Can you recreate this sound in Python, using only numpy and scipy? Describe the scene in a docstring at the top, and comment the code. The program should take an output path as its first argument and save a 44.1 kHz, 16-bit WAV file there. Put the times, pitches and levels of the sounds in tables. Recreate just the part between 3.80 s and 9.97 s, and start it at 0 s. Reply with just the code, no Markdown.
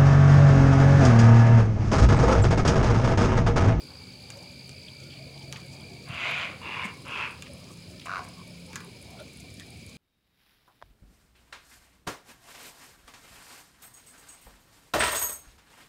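"""A lake at dusk. A heron leaves a boat-lift canopy and flies out: three harsh squawks, then a low
rattling croak, all from slapping membranes that ring its throat. Three katydids and a tree cricket
sing with wing strokes over a distant insect chorus; another insect ticks. Close by, wood snaps,
with rustles, two soft bumps and faint chirps. Water laps and plops; far motors drone over a rumble."""
import sys
import numpy as np
from scipy import signal
from scipy.fft import rfft, irfft, next_fast_len
from scipy.io import wavfile
from scipy.ndimage import uniform_filter1d, map_coordinates

SR = 44100
rng = np.random.default_rng(int(sys.argv[2]) if len(sys.argv) > 2 else 0)


def transcribe(u):
    """Save the signal u as a 16-bit wav file named by the first command-line argument.

    u: samples, shape (n,) or (channels, n), limited to [-1, 1]; the rate is SR.
    q: integer samples, one column per channel.
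    """
    v = np.clip(np.atleast_2d(u).T, -1, 1)
    q = np.round(v * 32767).astype(np.int16)
    wavfile.write(sys.argv[1], SR, q)


N = 272097

# squawks: (start [s], attack [s], hold [s], level at end of hold [dB], swell over hold [dB],
# fade-in [s], release [dB/s], slap rate [1/s], lower resonance [Hz], upper resonance [Hz],
# its sink [Hz/s], upper-band share before limiting [dB], nasal valley depth [0-1])
SQUAWKS = [ (2.25, 0.205, 0.19, -32.5, -2.5, 0.052, 153, 179, 640, 2740, 900, 2.5, 0.25),
           (2.799, 0.065, 0.18, -33, 5, 0.028, 197, 135, 1000, 2880, 2600, -2, 0.26),
           (3.244, .087, .11, -31.5, 3.5, 0.018, 176.5, 154, 985, 2810, 1200, -1.5, 0.8), ]
# break-up per squawk: (noise share at start of hold [0-1], at end of hold [0-1])
SQUAWK_NOISE = [(.72, .85), (.7, .8), (.42, .85)]
# throat response, one per squawk: (frequency [Hz], gain [dB])
FIRST_THROAT = [(450, -12.5), (680, -2), (880, -4.5), (1050, 2), (1400, 1), (1800, -6), (2100, -1.5),
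                (2400, -2.5), (3050, -8.5), (3900, -16), (4500, -23.5), (5400, -30.5), (7000, -29.5),
                (9000, -49)]
SECOND_THROAT = [(450, -7), (700, -9.5), (1030, 1.5), (1500, -7), (1750, -3), (1950, -6.5), (2280, -0.5),
                 (2550, -5), (2820, -0.5), (3120, -17), (3450, -12), (4200, -23.5), (8000, -40)]
THIRD_THROAT = [(450, -11.5), (700, -14), (1030, -3), (1300, -1.5), (1600, -5), (1850, -7), (2200, -4),
                (2650, -0.5), (3020, -12), (3230, -9), (3700, -23), (4100, -23.5), (7000, -33.5),
                (9000, -45)]
ONSET_DB = -46.5  # call level at zero effort


def heron():
    """Three squawks and a croak, each with its own throat shape."""
    out = np.zeros(N)
    throats = [FIRST_THROAT, SECOND_THROAT, THIRD_THROAT]
    calls = [(start_s, squawk(call, throat, noise_shares))
             for (start_s, *call), throat, noise_shares in zip(SQUAWKS, throats, SQUAWK_NOISE)]
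    for start_s, voice in calls + [(CROAK_CONTOUR[0][0], croak())]:
        out[round(start_s * SR):][:len(voice)] += voice
    return out


def squawk(call, throat, noise_shares, span_s=0.8, width_hz=190, valley_hz=1850, split_hz=1900):
    """One push of effort sets level, slap rate and roughness; the throat's upper resonance sinks."""
    (attack_s, hold_s, end_db, swell_db, fade_s, release_db_per_s,
     rate_hz, low_hz, high_hz, sink_hz_per_s, upper_db, valley_depth) = call
    t = clock()[:round(span_s * SR)]
    end_s, full_db = attack_s + hold_s, end_db - swell_db
    level_db = np.interp(t, [0, attack_s, end_s], [ONSET_DB, full_db, end_db])
    level_db -= release_db_per_s * np.maximum(t - end_s, 0)
    effort = np.clip((level_db - ONSET_DB) / (full_db - ONSET_DB), 0, 1)
    by_effort = lambda slack, full: slack + (full - slack) * effort
    over_hold = lambda first, last: np.interp(t, [attack_s, end_s], [first, last])
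    noise_share = by_effort(0.87, over_hold(*noise_shares))
    source = syrinx(by_effort(0.86 * rate_hz, rate_hz), noise_share, flutter_share=0.5)
    # the nasal valley fills as the bill opens
    source -= over_hold(valley_depth, 0) * resonate(source, np.full(len(t), valley_hz), width_hz=270)
    low = resonate(source, np.full(len(t), low_hz), width_hz)
    high = resonate(source, high_hz - sink_hz_per_s * np.minimum(t, end_s + 0.023), width_hz)
    voice = coloured(source + by_effort(0.86, 0.59) * low + by_effort(0.86, 0.85) * high, throat)
    lower_band = signal.sosfiltfilt(signal.butter(4, split_hz, fs=SR, output="sos"), voice)
    upper_share = np.clip(amp(by_effort(-3, upper_db)) ** 2, 0.03, 0.85)
    voice = blend(unit(lower_band), unit(voice - lower_band), upper_share)
    return np.minimum(t / fade_s, 1) * amp(level_db) * steady(voice)


# croak contour: (time [s], level [dB], resonance [Hz])
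CROAK_CONTOUR = [(4.245, -50.5, 950), (4.268, -41, 1030), (4.3, -36, 1470), (4.335, -34.5, 1270),
                 (4.372, -34, 1160), (4.392, -38, 980), (4.415, -46.5, 830)]
# rattle: (time [s], slap rate [1/s])
CROAK_RATTLE = [(4.245, 77), (4.265, 79), (4.3, 90), (4.325, 96), (4.37, 94), (4.39, 75), (4.415, 68)]
# throat response: (frequency [Hz], gain [dB])
CROAK_THROAT = [(450, -24), (700, -5), (860, -13.5), (1040, -4.5), (1340, -8), (1570, -3.5), (1850, -12.5),
                (2200, -7), (2700, -10.5), (3350, -31), (3880, -17), (4400, -21.5), (6500, -28.5)]


def croak(span_s=0.8, release_db_per_s=131, clean_db=-39, width_hz=600, ring_gain=1.8, echo_db=-16):
    """Slow slaps, cleanest when loud, ring a rising then falling resonance; distance adds echo."""
    t = CROAK_CONTOUR[0][0] + clock()[:round(span_s * SR)]
    level_db, ring_hz = curves(CROAK_CONTOUR, t)
    rate_hz, = curves(CROAK_RATTLE, t)
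    level_db -= release_db_per_s * np.maximum(t - CROAK_CONTOUR[-1][0], 0)
    noise_share = np.interp(level_db, [ONSET_DB, clean_db], [0.6, 0.22])
    source = syrinx(rate_hz, noise_share, flutter_share=0.3)
    ringing = resonate(resonate(source, ring_hz, width_hz), ring_hz, width_hz)
    voice = amp(level_db) * steady(coloured(source + ring_gain * ringing, CROAK_THROAT))
    return voice + amp(echo_db) * shore(voice)[:len(t)]


def syrinx(rate_hz, noise_share, flutter_share, flutter_s=0.002, puff_s=0.008):
    """Membranes slap unevenly; each slap flutters briefly and lets through a puff of turbulence."""
    n = len(rate_hz)
    onsets = np.flatnonzero(np.diff(np.floor(np.cumsum(rate_hz) / SR)))
    late, strength = rng.standard_normal((n, 2))[:len(onsets)].T
    jitter_periods = 0.2 * late * noise_share[onsets] ** 1.415
    onsets = np.clip(onsets + jitter_periods * SR / rate_hz[onsets], 0, n - 1).astype(int)
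    slaps = np.bincount(onsets, amp(0.5 * np.sqrt(noise_share[onsets]) * strength), n)

    def noise_tails(decay_s):
        envelope = signal.fftconvolve(slaps, np.exp(-clock()[:SR // 20] / decay_s))[:n]
        return steady(envelope * rng.standard_normal(n))

    voiced = blend(steady(slaps), noise_tails(flutter_s), flutter_share)
    return blend(voiced, noise_tails(puff_s), noise_share)


# dry snaps: (time [s], crack level [dB], body offset [dB], rebound gain [dB], ring centre [Hz])
WOOD_SNAPS = [(0.503, -20.5, 0, -13, 2870), (0.893, -26, -19, -19, 4600), (1.7257, -18, 1.5, -9, 2300),
              (1.7714, -31.5, 9, -17, 2000), (3.6229, -21, 4.5, -15, 2900), (4.931, -29.5, 10.5, -17, 2300),
              (4.9575, -17, 7, -8.5, 1440), (5.0045, -34, 11.5, -9, 1700), (5.798, -25.5, -4, -3, 1900)]
# wood modes: (frequency [Hz], gain [dB], t60 [s])
WOOD_MODES = [(1158, -2.5, 0.06), (1413, -2.5, 0.037), (1654, -2, 0.041), (1930, 0.5, 0.023),
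              (2330, 2.5, 0.037), (2750, -5, 0.048), (3500, 3, 0.014), (4850, 9, 0.012)]
# crack spectrum: (frequency [Hz], gain [dB])
CRACK_SPECTRUM = [(1500, -6.5), (3300, -1), (5200, -7), (6700, -1.5), (8500, -10.5), (15000, -24)]


def snaps(rebound_s=0.0055, rebound_body_db=3, off_centre_db_per_oct=9, attack_s=0.0013, trim_db=-21.5):
    """Each snap and its rebound is a sharp crack that rings the wood's modes at new strengths."""
    rings, t = np.zeros(N + SR), clock()[:SR // 10]
    hz, mode_db, t60_s = np.transpose(WOOD_MODES)[:, :, None]
    contacts = []
    for s, db, body_db, rebound_db, centre_hz in WOOD_SNAPS:
        contacts.append((s, db, body_db, centre_hz))
        contacts.append((s + rebound_s, db + rebound_db, body_db + rebound_body_db, centre_hz))
    attack = 1 - np.exp(-t / attack_s)
    for s, db, body_db, centre_hz in contacts:
        strength, detune = rng.standard_normal((2, len(WOOD_MODES), 1))
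        struck_db = mode_db - off_centre_db_per_oct * np.abs(np.log2(hz / centre_hz)) + 2 * strength
        modes = amp(struck_db - 60 * t / t60_s) * np.sin(2 * np.pi * hz * (1 + 0.025 * detune) * t)
        rings[round(s * SR):][:len(t)] += amp(db + body_db + trim_db) * modes.sum(axis=0) * attack
    cracks = bursts([(s, db) for s, db, *_ in contacts], t60_s=0.0074)
    return rings[:N] + coloured(cracks, CRACK_SPECTRUM)


# clearest rustles: (time [s], level [dB], half-width [s], centre [Hz])
NEAR_RUSTLES = [(0.12, -60, 0.19, 970), (0.57, -57.5, 0.11, 740), (0.574, -57, .006, 7150),
                (1.203, -54, 0.0033, 6400), (1.235, -60, .02, 6500), (1.345, -52, 0.038, 2870),
                (1.578, -45.5, 0.0021, 3600), (1.764, -39.5, 0.005, 2480), (1.932, -56, 0.021, 6700),
                (1.98, -57, 0.064, 700), (3.053, -49.5, 0.013, 7360), (3.666, -48.5, 0.015, 2410),
                (3.922, -57, 0.022, 7450), (4.199, -40.5, 0.0025, 3480), (4.22, -47, 0.008, 2800),
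                (4.262, -47.5, 0.005, 7400), (4.265, -39, 0.0041, 2400), (4.94, -57, 0.05, 4900),
                (5.35, -55, 0.098, 636), (5.4, -51, 0.014, 3250), (5.604, -53, 0.0095, 7370),
                (6.098, -54.5, 0.013, 6770)]


def rustles(trail_delay_s=0.03, trail_db=-43, trail_hz=1220, crisp_per_s=13, crisp_db=-58.5, crisp_hz=7300):
    """Broad rustles, some alone and one trailing each snap; faint crisp ones come at random."""
    trails = [(s + trail_delay_s, db + body_db + trail_db, 0.038, trail_hz)
              for s, db, body_db, *_ in WOOD_SNAPS]
    crisp = [(when * N / SR, crisp_db + extra_db, 0.0051, crisp_hz * 2 ** (pitch - 0.5))
             for when, extra_db, pitch in rng.random((round(crisp_per_s * N / SR), 3))]
    return flurries(NEAR_RUSTLES + trails + crisp, q=2.1)


# soft bumps: (time [s], level [dB], pitch [Hz])
SOFT_BUMPS = [(2.304, -30, 130), (3.056, -31, 210)]


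def bumps(half_width_s=0.0062):
    """Dull knocks, a few cycles long."""
    t = clock()
    return sum(amp(db) * np.exp(-((t - s) / half_width_s) ** 2) * np.sin(2 * np.pi * hz * (t - s))
               for s, db, hz in SOFT_BUMPS)


# song level of each singer: (time [s], level [dB])
NEAR_KATYDID_LEVEL = [(0, -51.5), (1, -53), (2.3, -56), (3.2, -63), (6.1, -65)]
FAR_KATYDID_LEVEL = [(2, -85), (3.2, -61.5), (6.1, -66)]
CRICKET_LEVEL = [(0, -63), (.7, -58), (2.2, -57), (2.9, -71), (3.9, -65.5), (4.6, -62), (6.1, -59.5)]


def singing_insects(quick_db=-11.5, echo_db=-10):
    """Three katydids and a cricket, blurred by trees, come and go as the listener follows the bird."""
    gain = lambda levels: amp(curves(levels, clock())[0])
    near = katydid(rate_hz=59, start_hz=5088, end_hz=4282, overtone_db=-33, scatter_db=0.9)
    far = katydid(rate_hz=59, start_hz=5470, end_hz=4610, overtone_db=-11, scatter_db=3.5)
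    quick = katydid(rate_hz=66.8, start_hz=4930, end_hz=4385, overtone_db=-24, scatter_db=1)
    song = gain(NEAR_KATYDID_LEVEL) * (near + amp(quick_db) * quick)
    song += gain(FAR_KATYDID_LEVEL) * far + gain(CRICKET_LEVEL) * tree_cricket()
    return song + amp(echo_db) * shore(song)


def katydid(rate_hz, start_hz, end_hz, overtone_db, scatter_db, duty=0.68, rasp_rad=0.27):
    """Each wing stroke slows along the file, so its tone falls; a weak stroke follows every 6 to 11."""
    strokes = np.cumsum(rate_hz * (1 + 0.01 * wobble(4.4))) / SR
    index = strokes.astype(int)
    strength = amp(scatter_db * rng.standard_normal(index[-1] + 1))
    weak = np.cumsum(rng.integers(7, 13, len(strength)))
    strength[weak[weak < len(strength)]] = 0.54
    travel = np.clip(strokes % 1 / duty, 0, 1)
    hz = start_hz + (end_hz - start_hz) * travel + 60 * wobble(60)
    phase = phase_of(hz) + rasp_rad * wobble(1200)
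    tone = np.sin(phase) + amp(overtone_db) * np.sin(2 * phase)
    return unit(strength[index] * np.sin(np.pi * travel) * tone)


def tree_cricket(rate_hz=48.5, pitch_hz=2345, droop_hz=170):
    """A trill of soft, nearly pure pulses, each sagging in pitch."""
    stroke = np.cumsum(rate_hz * (1 + 0.031 * wobble(8.5))) / SR % 1
    phase = phase_of(pitch_hz + droop_hz * (0.5 - stroke) + 75 * wobble(200))
    return unit(np.sin(np.pi * stroke) * amp(1.3 * wobble(20)) * np.sin(phase))


# tick runs: (start [s], count, first gap [s], first level [dB])
INSECT_TICKS = [(2.008, 2, 0.279, -41), (2.8187, 2, 0.32, -48), (3.281, 3, .229, -39),
                (4.488, 10, 0.19, -40)]


def ticking_insect(hurry_s=0.0037, growth_db=0.26):
    """Runs of thin high ticks, each sooner and louder than the last."""
    ticks = [(s + k * gap_s - hurry_s * k * (k - 1) / 2, db + k * growth_db)
             for s, count, gap_s, db in INSECT_TICKS for k in range(count)]
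    return coloured(bursts(ticks, t60_s=0.012), [(7000, -12), (8600, 3), (11000, 2), (12500, -17)])


# chirps: (time [s], level [dB])
FAINT_CHIRPS = [(1.085, -46.5), (1.235, -56), (1.309, -47.5), (1.62, -53), (2.01, -52.5)]


def chirps(half_width_s=0.0097, pitch_hz=3200):
    """Faint chirps of narrow-band noise, all on one pitch."""
    return flurries([(s, db, half_width_s, pitch_hz) for s, db in FAINT_CHIRPS], q=7.3)


# clearest plops: (time [s], level [dB], pitch [Hz])
WATER_PLOPS = [(1.742, -53, 900), (1.775, -56, 1090), (3.91, -59.5, 1165), (4.601, -48.5, 1090),
               (4.905, -53, 850), (5.402, -53, 1370), (5.413, -48.5, 612), (5.817, -52, 1840)]


def plops(half_width_s=0.022, faint_per_s=20, faint_db=-8.5, faint_hz=560):
    """Small waves plop ashore; faint ones follow the lapping level, within an octave of their pitch."""
    level_db = lapping_db() + faint_db
    faint = [(when * N / SR, level_db[int(when * N)], faint_hz * 2 ** (2 * pitch - 1))
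             for when, pitch in rng.random((round(faint_per_s * N / SR), 2))]
    return flurries([(s, db, half_width_s, hz) for s, db, hz in WATER_PLOPS + faint], q=10.7)


# small waves: (frequency [Hz], gain [dB])
LAPPING_SPECTRUM = [(220, -3), (350, -1), (550, -1), (800, -9), (1100, -15), (1800, -19.5)]


def lapping():
    """Water laps along the shore in shifting patches."""
    return amp(lapping_db()) * rush(LAPPING_SPECTRUM, patchy_db=5)


def lapping_db():
    """One slow swell of the waves."""
    return swell(floor_db=-60, peak_s=3.5, peak_db=-53.5, rise_db_per_s=1.1, fall_db_per_s=2.5)


# far motors: (first pitch [Hz], settled pitch [Hz], settling time [s], floor [dB], peak time [s],
# peak level [dB], rise [dB/s], fall [dB/s])
FAR_MOTORS = [(129.5, 141.5, 3.0, -66, 1.65, -50.5, 5.5, 6), (180, 174.4, 2.8, -62, 4.97, -49.5, 6, 59)]


def motors(hum_hz=254.2, hum_db=-63):
    """Far motors settle to a steady speed and swell once, over a faint hum."""
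    out = drone(hum_hz, hum_db)
    for first_hz, settled_hz, settle_s, *swell_shape in FAR_MOTORS:
        out += drone(np.interp(clock(), [0, settle_s], [first_hz, settled_hz]), swell(*swell_shape))
    return out


def drone(hz, db):
    """A far tone that wavers on its way over the water."""
    return amp(db + 2.4 * wobble(14)) * np.sqrt(2) * np.sin(phase_of(hz + 1.8 * wobble(14)))


# distant insects: (frequency [Hz], gain [dB])
CHORUS_SPECTRUM = [(1200, -16), (1950, -9.5), (2350, 2.5), (2900, -1.5), (3500, -2), (4100, 1.5),
                   (4900, -3.5), (5500, -11.5), (6600, -7), (8500, -10), (10000, -9), (11500, -19),
                   (15800, -18.5)]


def insect_chorus(level_db=-55):
    """Many far insects blur into a hiss."""
    return amp(level_db) * rush(CHORUS_SPECTRUM, patchy_db=0.6)


# distant rumble: (frequency [Hz], gain [dB])
RUMBLE_SPECTRUM = [(25, -33), (40, -21), (62, -7), (82, 1.5), (125, -0.5), (200, -4), (260, -8.5),
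                   (310, -11), (520, -18), (800, -40), (1250, -32.5), (2000, -46)]


def rumble():
    """Low distant noise that swells once."""
    level_db = swell(floor_db=-51.5, peak_s=1.5, peak_db=-48.5, rise_db_per_s=11, fall_db_per_s=0.3)
    return amp(level_db) * rush(RUMBLE_SPECTRUM, patchy_db=1)


def walls(x, count=6, gain_db=-18.5, delay_range_s=(0.004, 0.03)):
    """Early reflections from the boat lift and the boathouse."""
    delays_s = rng.uniform(*delay_range_s, count)
    return amp(gain_db) * sum(np.pad(x, (round(s * SR), 0))[:N] for s in delays_s)


# shore echo: (frequency [Hz], t60 [s])
SHORE_DECAY = [(300, 0.14), (2000, 0.36), (9000, 0.056)]


def shore(x, delay_samples=300):
    """Trees and sheds along the shore scatter a short tail."""
    hz, t, noise = signal.stft(rng.standard_normal(SR // 2), SR, nperseg=256)
    tail = signal.istft(noise * amp(-60 * t / along(SHORE_DECAY, hz)[:, None]), SR, nperseg=256)[1]
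    return signal.fftconvolve(x, np.pad(tail, (delay_samples, 0)) / np.linalg.norm(tail))[:N]


def bursts(rows, t60_s):
    """A dying noise burst per (time [s], level [dB]) row."""
    out, t = np.zeros(N + SR), clock()[:SR // 10]
    for s, db in rows:
        out[round(s * SR):][:len(t)] += amp(db - 60 * t / t60_s) * rng.standard_normal(len(t))
    return out[:N]


def flurries(rows, q, grain_db=3):
    """A grainy swell of resonant noise per (time [s], level [dB], half-width [s], centre [Hz]) row."""
    out, t = np.zeros(N), clock()
    grains = rng.standard_normal(N) * amp(grain_db * wobble(400))
    for s, db, half_width_s, hz in rows:
        span = slice(max(round((s - 3 * half_width_s) * SR), 0), round((s + 3 * half_width_s) * SR))
        band = signal.lfilter(*signal.iirpeak(hz, q, SR), grains[span])
        band = signal.lfilter(*signal.iirpeak(hz, q / 2, SR), band)
        out[span] += amp(db) * unit(band) * np.exp(-((t[span] - s) / half_width_s) ** 2)
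    return out


def rush(spectrum, patchy_db):
    """Coloured noise, rms 1, with patches of random gain in time and frequency."""
    bins = signal.stft(rng.standard_normal(N), nperseg=1024)[2]
    patches = uniform_filter1d(rng.standard_normal(bins.shape), size=3, axis=0)
    patches = unit(uniform_filter1d(patches, size=9, axis=1))
    noise = signal.istft(bins * amp(patchy_db * patches), nperseg=1024)[1][:N]
    return unit(coloured(noise, spectrum))


def coloured(x, spectrum):
    """Minimum-phase filter through (frequency [Hz], gain [dB]) points, falling off past both ends."""
    size = 2 * next_fast_len(len(x) // 2 + 8192)
    hz = np.fft.rfftfreq(size, 1 / SR)
    closed = [(spectrum[0][0] / 4, -70), *spectrum, (spectrum[-1][0] * 2, -70)]
    cepstrum = irfft(np.log(amp(along(closed, hz))), size)
    cepstrum[1:size // 2] *= 2
    cepstrum[size // 2 + 1:] = 0
    return irfft(rfft(x, size) * np.exp(rfft(cepstrum)), size)[:len(x)]


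def resonate(x, hz, width_hz):
    """Moving resonance: shift its centre to zero, smooth, shift back."""
    carrier = np.exp(1j * phase_of(hz))
    pole = np.exp(-np.pi * width_hz / SR)
    return 2 * np.real(signal.lfilter([1 - pole], [1, -pole], x / carrier) * carrier)


def steady(x):
    """Even out the slow level, keep the pulses."""
    window = np.hanning(SR // 20)
    power = np.abs(signal.fftconvolve(x ** 2, window / window.sum(), "same"))
    return x / np.sqrt(power + 1e-12)


def swell(floor_db, peak_s, peak_db, rise_db_per_s, fall_db_per_s):
    """Level [dB] that climbs from a floor to one peak and sinks."""
    t = clock() - peak_s
    return np.maximum(floor_db, peak_db + np.minimum(rise_db_per_s * t, -fall_db_per_s * t))


def wobble(knots_per_s):
    """Smooth random curve."""
    return map_coordinates(rng.standard_normal(int(N * knots_per_s / SR) + 4), [clock() * knots_per_s])


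def curves(rows, t):
    """Each column after the time, interpolated at t."""
    s, *columns = np.transpose(rows)
    return [np.interp(t, s, column) for column in columns]


def along(points, hz):
    """Interpolate (frequency [Hz], value) points on a log axis."""
    knots_hz, values = np.transpose(points)
    return np.interp(np.log(hz + 1), np.log(knots_hz + 1), values)


def blend(a, b, b_share):
    """Equal-power mix."""
    return np.sqrt(1 - b_share) * a + np.sqrt(b_share) * b


def phase_of(hz):
    """Running phase [rad]."""
    return 2 * np.pi * np.cumsum(hz) / SR


def amp(db):
    """Decibels to gain."""
    return 10 ** (np.asarray(db) / 20)


def unit(x):
    """Scale to rms 1."""
    return x / np.sqrt(np.mean(x ** 2) + 1e-20)


def clock():
    """Sample times [s]."""
    return np.arange(N) / SR


def scene(bird_echo_db=-16.5, near_echo_db=-12):
    """The bird, the small sounds nearby and the evening around them, in mono."""
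    bird = heron()
    near = snaps() + rustles() + bumps()
    echo = shore(amp(bird_echo_db) * bird + amp(near_echo_db) * near)
    foreground = bird + walls(bird) + near + echo
    midground = singing_insects() + ticking_insect() + chirps() + plops()
    background = motors() + lapping() + insect_chorus() + rumble()
    return (foreground + midground + background)[None]


def record(dry, top_hz=15850):
    """Brick-wall low-pass."""
    size = next_fast_len(N + 8192)
    passband = np.fft.rfftfreq(size, 1 / SR) < top_hz
    return irfft(rfft(dry, size) * passband, size)[:, :N]


dry = scene()
out = record(dry)
transcribe(out)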